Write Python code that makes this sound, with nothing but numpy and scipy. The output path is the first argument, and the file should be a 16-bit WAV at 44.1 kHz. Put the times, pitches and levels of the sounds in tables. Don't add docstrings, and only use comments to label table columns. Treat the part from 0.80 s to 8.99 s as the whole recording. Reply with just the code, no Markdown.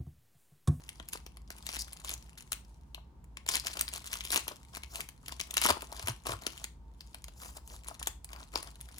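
import sys
import numpy as np
from scipy import signal
from scipy.fft import rfft, irfft, next_fast_len
from scipy.io import wavfile
from scipy.ndimage import uniform_filter1d, map_coordinates

SR = 44100
rng = np.random.default_rng(int(sys.argv[2]) if len(sys.argv) > 2 else 0)


def pcm_store(signal):
    levels = np.round(np.clip(np.atleast_2d(signal), -1, 1) * 32767)
    wavfile.write(sys.argv[1], SR, levels.astype(np.int16).T)


N = 361179

# start_s, length_s, level_db (hiss at the top of the swell)
FINGER_SLIDES = [(4.135, 0.075, -44.5), (6.602, 0.092, -49.5), (6.616, .016, -50), (6.753, 0.025, -50.5),
                 (6.894, .07, -53)]
# freq_hz, left_lead_rad
PORT_PHASE = [(200, 0), (1700, 2), (3000, 4), (4600, 5.5), (6700, 7), (8000, 4), (10500, 0.06),
              (13200, -2.5), (15700, -9)]


def amp(db):
    return 10 ** (np.asarray(db) / 20)


def unit(x):
    return x / np.sqrt(np.mean(x ** 2) + 1e-20)


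def read(points, hz):
    f, value = np.transpose(points)
    return np.interp(np.log(hz + 1), np.log(f), value)


def add(mix, s, sound):
    part = mix[:, max(round(s * SR), 0):][:, :sound.shape[-1]]
    part += sound[..., :part.shape[-1]]


def causal(gain):
    log_gain = np.log(np.maximum(np.r_[gain, gain[-2:0:-1]], 1e-4))
    return np.exp(np.conj(signal.hilbert(log_gain)))[:len(gain)]


def port_paths(hz):
    return np.exp(1j * read(PORT_PHASE, hz) * np.array([[1], [0]]))


def background(mono_hz=450, hum_hz=52.8, hum_width_hz=6, whine_hz=908, whine_width_hz=25,
               air_db=-53, hum_db=-60, whine_db=-79):
    # freq_hz, relative_db
    air_colour = [(27, -47.5), (40, -14.5), (60, 0.5), (90, -19.5), (130, -15), (600, -38), (930, -31.5),
                  (1250, -42), (1900, -49.5), (16000, -63.5)]
    hz = np.fft.rfftfreq(N, 1 / SR)
    shared, left, right, drone = rfft(rng.standard_normal((4, N)))
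    same = 1 / (1 + (hz / mono_hz) ** 2)
    stereo = np.sqrt(same) * shared + np.sqrt(1 - same) * np.array([left, right])
    air = irfft(stereo * amp(read(air_colour, hz)), N)
    hum = irfft(drone / (1 + ((hz - hum_hz) / hum_width_hz) ** 2) ** 2, N)
    whine = irfft(drone / (1 + ((hz - whine_hz) / whine_width_hz) ** 2) ** 2, N)
    return amp(air_db) * unit(air) + amp(hum_db) * unit(hum) + amp(whine_db) * unit(whine)


def room(x, tail_db=-10, slope_db=-2.0, build_s=0.0081):
    # freq_hz, t60_s
    decay = [(300, 0.18), (4000, 0.28), (15000, 0.21)]
    hz, t, z = signal.stft(rng.standard_normal((2, SR // 2)), SR, nperseg=256)
    z = z * amp(-60 * t / read(decay, hz)[:, None]) * (1 - np.exp(-t / build_s))
    wet = amp(tail_db + slope_db * np.log2(1 + hz / 2000))[:, None]
    flat, tail = signal.istft(np.array([z, z * wet]), SR)[1]
    tail = tail / np.linalg.norm(flat[0])
    return x + signal.oaconvolve(x, tail, axes=1)[:, :N]


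def thumps(swell_s=.014):
    # start_s, level_db (envelope peak), pitch_hz
    card_shifts = [(4.902, -36, 81), (5.235, -36.5, 89.5), (5.29, -33, 116), (5.486, -39.5, 116),
                   (5.529, -39.5, 96)]
    out, t = np.zeros((2, N)), np.arange(SR // 4) / SR
    swell = (t / swell_s * np.exp(1 - t / swell_s)) ** 2
    for s, db, hz in card_shifts:
        add(out, s, amp(db) * swell * np.sin(2 * np.pi * hz * t))
    return out


def foil_bands(low_hz=1450, high_hz=7000, size=2048):
    # freq_hz, relative_db
    foil_colour = [(50, -29.5), (210, -1), (340, -2.5), (700, -2.5), (3000, 6.5), (5000, 5), (9500, 4.5),
                   (13400, -5), (15200, -4), (17000, -16.5)]
    # freq_hz, width_hz, boost_db
    pouch_modes = [(339, 180, 5.5), (657, 116, 6.5), (1007, 370, 8), (2290, 510, 3.5)]
    hz = np.fft.rfftfreq(size, 1 / SR)
    modes_db = sum(db / (1 + (2 * (hz - f) / width) ** 2) for f, width, db in pouch_modes)
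    colour = amp(read(foil_colour, hz) + modes_db)
    low, high = (1 / (1 + (hz / edge) ** 8) for edge in (low_hz, high_hz))
    shares = low, (1 - low) * high, 1 - high
    return [irfft(causal(colour * np.sqrt(share))) for share in shares]


def facet(crack_s=0.00022, ring_s=0.0094, ring_db=-15, colour_db=5, colour_hz=700, size=512):
    t, hz = np.arange(size) / SR, np.fft.rfftfreq(size, 1 / SR)
    crack = rng.standard_normal(size) * (t / crack_s) ** 2 * np.exp(-t / crack_s) * 2
    onset = 1 - np.exp(-(t / crack_s / 2) ** 2)
    flutter = amp(ring_db) * rng.standard_normal((2, size)) * np.exp(-t / ring_s) * onset
    colour_curve = np.interp(hz / colour_hz, np.arange(size), rng.standard_normal(size))
    colour = causal(amp(colour_db * colour_curve))
    return irfft((rfft(crack) * port_paths(hz) + rfft(flutter)) * colour)


def reshape(x, depth_db, drift_s, patch_hz, size=256):
    overlap = size * 3 // 4
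    hz, t, z = signal.stft(x, SR, nperseg=size, noverlap=overlap)
    place = np.array(np.meshgrid(hz / patch_hz, t / drift_s, indexing="ij"))
    patches = unit(map_coordinates(rng.standard_normal((size, size)), place, order=1, mode="wrap"))
    gain = unit(amp(depth_db * np.clip(patches, -2, 2)))
    return signal.istft(z * gain, SR, nperseg=size, noverlap=overlap)[1][:, :N]


def slides(rough_db=3.5, rough_s=0.0062):
    # freq_hz, relative_db
    rub_colour = [(200, 2), (620, 4.5), (1600, -3), (3000, -4), (5400, 3), (8000, 4.5), (11000, 0),
                  (16000, -3)]
    t, hz = np.arange(N) / SR, np.fft.rfftfreq(N, 1 / SR)
    catch = amp(rough_db * np.interp(t / rough_s, np.arange(N), rng.standard_normal(N)))
    rubbing = rfft(rng.standard_normal(N) * catch) * amp(read(rub_colour, hz))
    hiss = irfft(rubbing * port_paths(hz), N)
    hiss = reshape(hiss, depth_db=3.5, drift_s=0.019, patch_hz=358)
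    swell = sum(amp(db) * np.exp(-2 * ((t - start) / length - .5) ** 2)
                for start, length, db in FINGER_SLIDES)
    return unit(hiss) * swell


def pops(body, swell_s=0.0025, width=0.77, size=2048):
    # start_s, peak_db (before the room), pitch_hz
    panel_pops = [(0.351, -35, 666), (2.178, -41.5, 1010), (3.712, -34.5, 460), (4.891, -25, 1040),
                  (4.903, -25.5, 358), (4.967, -30.5, 615), (5.025, -36, 625), (5.122, -32, 605),
                  (7.111, -35, 600), (7.213, -37, 915)]
    out, t, hz = np.zeros((2, N)), np.arange(size) / SR, np.fft.rfftfreq(size, 1 / SR)
    for s, db, pitch in panel_pops:
        flutter = rng.standard_normal(size) * t * np.exp(-t / swell_s)
        panel = causal(1 / (1 + (np.log((hz + 1) / pitch) / width) ** 2))
        pop = irfft(rfft(flutter) * rfft(body) * panel * port_paths(hz))
        add(out, s, amp(db) * pop / abs(pop).max())
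    return out


def rips(per_s=900, spread_db=4, size=1024):
    # start_s, length_s, level_db (rms over the length)
    seam_rips = [(0.99, 0.033, -37), (2.71, 0.037, -38), (2.797, 0.0017, -28.5)]
    # freq_hz, relative_db
    seam_colour = [(2500, -20), (3900, -6), (4750, 6), (6500, -1), (10500, -2), (16000, -13)]
    hz = np.fft.rfftfreq(size, 1 / SR)
    colour, out = irfft(causal(amp(read(seam_colour, hz)))), np.zeros((2, N))
    for start, length, db in seam_rips:
        run = np.zeros((2, round(length * SR) + size))
        for at in np.cumsum(rng.uniform(0.65, 1.4, size)) / per_s:
            if at < length:
                add(run, at, amp(spread_db * rng.standard_normal()) * facet(colour_db=2.5))
        run = signal.fftconvolve(run, colour[None], axes=1)
        energy = (run ** 2).mean(0).sum()
        add(out, start, amp(db) * run / np.sqrt(energy / (length * SR)))
    return out


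def stroke(start, length, attack_s=0.0055, build_db=2.5, release_s=.012):
    t = np.arange(N) / SR - start
    pressure = amp(build_db * (np.clip(t / length, 0, 1) - .5))
    outside = np.maximum(-t, 0) / attack_s + np.maximum(t - length, 0) / release_s
    return pressure * np.exp(-np.minimum(outside, 20))


def handling(grip_flex_db=-8, slide_fine_db=-5.5, slide_flex_db=-7.5):
    # time_s, fine_db
    grip = [(0, -60), (.66, -75), (.72, -57), (1.2, -57), (1.95, -72.5), (2.4, -96.5), (2.9, -58.5),
            (3.65, -54.5), (3.88, -65), (4.4, -71.5), (4.73, -52.5), (5.4, -66.5), (5.72, -56.5),
            (6.001, -91.5), (6.25, -65.5), (6.83, -74), (7.15, -57), (7.38, -89), (7.5, -70), (8.15, -58)]
    # start_s, length_s, fine_db (crackle), flex_db (flexing of the pouch)
    # pinching the seam, tearing from 2.68 s, turning from 3.93 s, peeling from 4.79 s, cards from 7.05 s
    squeezes = [ (0.328, 0.031, -45, -58), (0.853, 0.077, -50.5, -74), (0.925, 0.052, -42.5, -54),
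                (1.246, 0.085, -43.5, -54.5), (1.577, 0.037, -51.5, -77.5), (2.683, 0.085, -37, -47.5),
                (2.845, 0.028, -40, -49), (2.902, 0.12, -45.5, -51.5), (3.13, 0.046, -43.5, -53),
                (3.245, 0.095, -46, -62.5), (3.331, 0.036, -40, -52.5), (3.415, 0.19, -46.5, -65),
                (3.524, 0.053, -33, -42), (3.666, .055, -50, -54.5), (3.932, 0.034, -47.5, -57),
                (4.442, .095, -54, -60), (4.79, 0.063, -45, -52), (4.836, 0.06, -30.5, -41),
                (4.891, 0.015, -31.5, -30), (4.946, 0.099, -55, -58), (5.101, 0.17, -50, -54.5),
                (5.273, .028, -42, -44.5), (5.459, 0.082, -43, -43.5), (5.62, 0.062, -52.5, -54),
                (5.727, 0.12, -51.5, -61.5), (7.048, 0.063, -52.5, -60), (7.198, .085, -49, -58),
                (7.492, 0.14, -57.5, -56.5), (7.738, 0.047, -46.5, -49), (7.781, 0.11, -54, -57.5)]
    hold_db = np.interp(np.arange(N) / SR, *np.transpose(grip))
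    fine, flex = amp(hold_db) ** 2, amp(hold_db + grip_flex_db) ** 2
    stirred = [(start, length, db + slide_fine_db, db + slide_flex_db)
               for start, length, db in FINGER_SLIDES]
    for start, length, fine_db, flex_db in [*squeezes, *stirred]:
        power = stroke(start, length) ** 2
        fine = fine + amp(fine_db) ** 2 * power
        flex = flex + amp(flex_db) ** 2 * power
    return 10 * np.log10(fine), 10 * np.log10(flex)


def crackle(band, level_db, per_s, spread_db, rub_db, rub_hz, crowding=.6, smoothing=0.15,
            clump_db=4.5, clump_s=.016, even_s=0.055, count=200):
    t, ticks = np.arange(N) / SR, np.zeros((2, N))
    effort_db = level_db - level_db.mean()
    clumps_db = clump_db * np.interp(t / clump_s, np.arange(N), rng.standard_normal(N))
    rate = per_s * amp(crowding * effort_db + clumps_db)
    size = amp(spread_db * np.minimum(rng.exponential(1, N), 3))
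    facets = [facet() for _ in range(count)]
    for at in np.flatnonzero(rng.random(N) < rate / SR):
        add(ticks, t[at], size[at] * facets[at % count])
    highpass = signal.butter(2, rub_hz, "high", fs=SR, output="sos")
    hiss = signal.sosfilt(highpass, rng.standard_normal((2, N)))
    rub = amp(rub_db - smoothing * effort_db) * hiss
    sound = signal.oaconvolve(unit(ticks) + rub, band[None], axes=1)[:, :N]
    power = uniform_filter1d((sound ** 2).mean(0), int(even_s * SR) + 1)
    return sound / np.sqrt(abs(power) + 1e-12) * amp(level_db)


def rustle(bands):
    fine_db, flex_db = handling()
    body, mids, treble = bands
    bright = irfft(causal(np.hypot(abs(rfft(mids)), abs(rfft(treble)))))
    wrinkles = crackle(bright, fine_db, per_s=190, spread_db=7.5, rub_db=-13, rub_hz=3550)
    panels = crackle(body, flex_db, per_s=130, spread_db=2.5, rub_db=-13, rub_hz=151)
    return wrinkles + panels


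def snaps(bands, body_db=6, treble_db=9, level_db=-5, lag_s=.0006, creep_db=-13, creep_s=0.0009, size=150):
    # start_s, level_db (mids), body_db and treble_db (against the mids)
    creases = [(0.0905, -27.5, -42, -9), (0.1985, -30, -7.5, -19), (0.2865, -35.5, -33, -0.5),
               (0.3321, -25, -15.5, -4.5), (0.4637, -32.5, -11, -12), (0.5701, -39.5, -11, -8.5),
               (0.7035, -29, -10.5, -9.5), (0.866, -25, -39, -6), (0.8898, -22, -15.5, -15.5),
               (0.9404, -28, -25, -10), (0.9662, -25, -25, -15), (1.1309, -35, -35, -1.5),
               (1.2466, -29.5, -15, -6), (1.293, -23, -26, -9), (1.3379, -36, -11, 5.5),
               (1.7197, -19, -22, -5.5), (1.7295, -20.5, -24, -7.5), (2.146, -26.5, -21, -16),
               (2.442, -56, -3, -1), (2.5706, -26.5, -18, -14.5), (2.6636, -31, -10.5, -9),
               (2.688, -12.5, -24, -8), (2.7485, -17.5, -17, -20), (2.7543, -14.5, -44, -7),
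               (2.768, -18.5, -26, -10.5), (2.8688, -16, -41, -11), (2.972, -27, -11.5, -11),
               (2.993, -22.5, -21.5, -7), (3.0101, -18, -23, -1), (3.0797, -23.5, -31, -19),
               (3.087, -27.5, -30, -5.5), (3.1364, -27, -23, -4), (3.2582, -36.5, -32, -6),
               (3.3307, -22, -29, -9), (3.4068, -22, -41, -19), (3.4505, -26, -19.5, -9.5),
               (3.5041, -20.5, -18, -9), (3.5177, -22.5, -28, -3.5), (3.5293, -26, -34, -8),
               (3.5439, -17.5, -17.5, -7.5), (3.5593, -12, -14, -9), (3.6799, -22.5, -13.5, -6.5),
               (3.9494, -30, -33, -11), (3.9693, -30.5, -3.5, -7), (4.034, -27.5, -16.5, -14),
               (4.1566, -24.5, -27, -7.5), (4.2054, -21.5, -27, -10.5), (4.288, -32.5, -18.5, -7),
               (4.4819, -26.5, -40, -8.5), (4.5216, -26, -11, -12), (4.5961, -24, -19.5, -12),
               (4.6011, -19.5, -20.5, -15), (4.611, -19, -23.5, -11), (4.7087, -26.5, -20, -5.5),
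               (4.7402, -26, -16.5, -4.5), (4.7689, -10.5, -19.5, -11), (4.7786, -11.5, -25, -12),
               (4.815, -16.5, -17, -7), (4.8216, -18, -12, -15), (4.837, -19, -27, -16),
               (4.8474, -16.5, -9, -10), (4.8536, -15.5, -1.5, -14), (4.8618, -16.5, -4, -4),
               (4.9035, -13, -3, -11), (5.0203, -30, -7, -6.5), (5.1951, -27, -11, -14),
               (5.2723, -20.5, -13, -10.5), (5.2828, -18.5, -7.5, -8), (5.4677, -24, -3.5, -6),
               (5.4922, -29, 2.5, -10), (5.5202, -25, -7, -19), (5.6662, -15.5, -12.5, -11),
               (5.8415, -22.5, -20.5, -8), (6.2073, -31, -23, -15), (6.3447, -30.5, -12.5, -8.5),
               (6.4415, -30.5, -22, -8), (6.482, -35, -8.5, -13), (6.8755, -45, -12, 2),
               (7.084, -33, -5.5, 0.5), (7.2278, -25.5, -32, -7), (7.2714, -18.5, -11, -4),
               (7.4448, -38, -17, 1), (7.5309, -30.5, -12.5, -11), (7.6293, -37, -17, -28),
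               (7.7565, -14, -9.5, -19.5), (7.8277, -35.5, -8, -1.5), (8.011, -36.5, -21, -0.5),
               (8.1829, -36.5, -17, -2)]
    out = np.zeros((2, N))
    for s, db, body, treble in creases:
        flip, flex = facet(colour_db=2.5), facet(crack_s=0.00072, colour_db=0.5)
        low, mids, high = (signal.fftconvolve(source, band[None], axes=1)
                           for source, band in zip((flex, flip, flip), bands))
        mids = unit(mids)
        snap = amp(body + body_db) * unit(low) + mids + amp(treble + treble_db) * unit(high)
        onset = np.sqrt(np.mean(mids[:, :size] ** 2))
        snap = amp(db + level_db) * snap / onset / 2
        add(out, s + lag_s, snap)
        add(out, s + lag_s - creep_s * rng.uniform(1, 2.6), amp(creep_db) * snap)
    return out


def scene():
    # freq_hz, left_minus_right_db
    balance = [(150, -1), (450, 3.5), (5500, 6), (8000, 0.5)]
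    bands = foil_bands()
    foil = room(snaps(bands) + rustle(bands) + rips() + slides() + pops(bands[0]))
    size = next_fast_len(N)
    lean = amp(read(balance, np.fft.rfftfreq(size, 1 / SR)) * np.array([[.5], [-.5]]))
    lean = lean / np.sqrt((lean ** 2).mean(0))
    foil = irfft(rfft(foil, size) * lean, size)[:, :N]
    return foil + thumps() + background()


def record(dry, edge_hz=16850):
    lowpass = signal.firwin(255, edge_hz, window=("kaiser", 9), fs=SR)
    return signal.oaconvolve(dry, lowpass[None], "same")


dry = scene()
out = record(dry)
pcm_store(out)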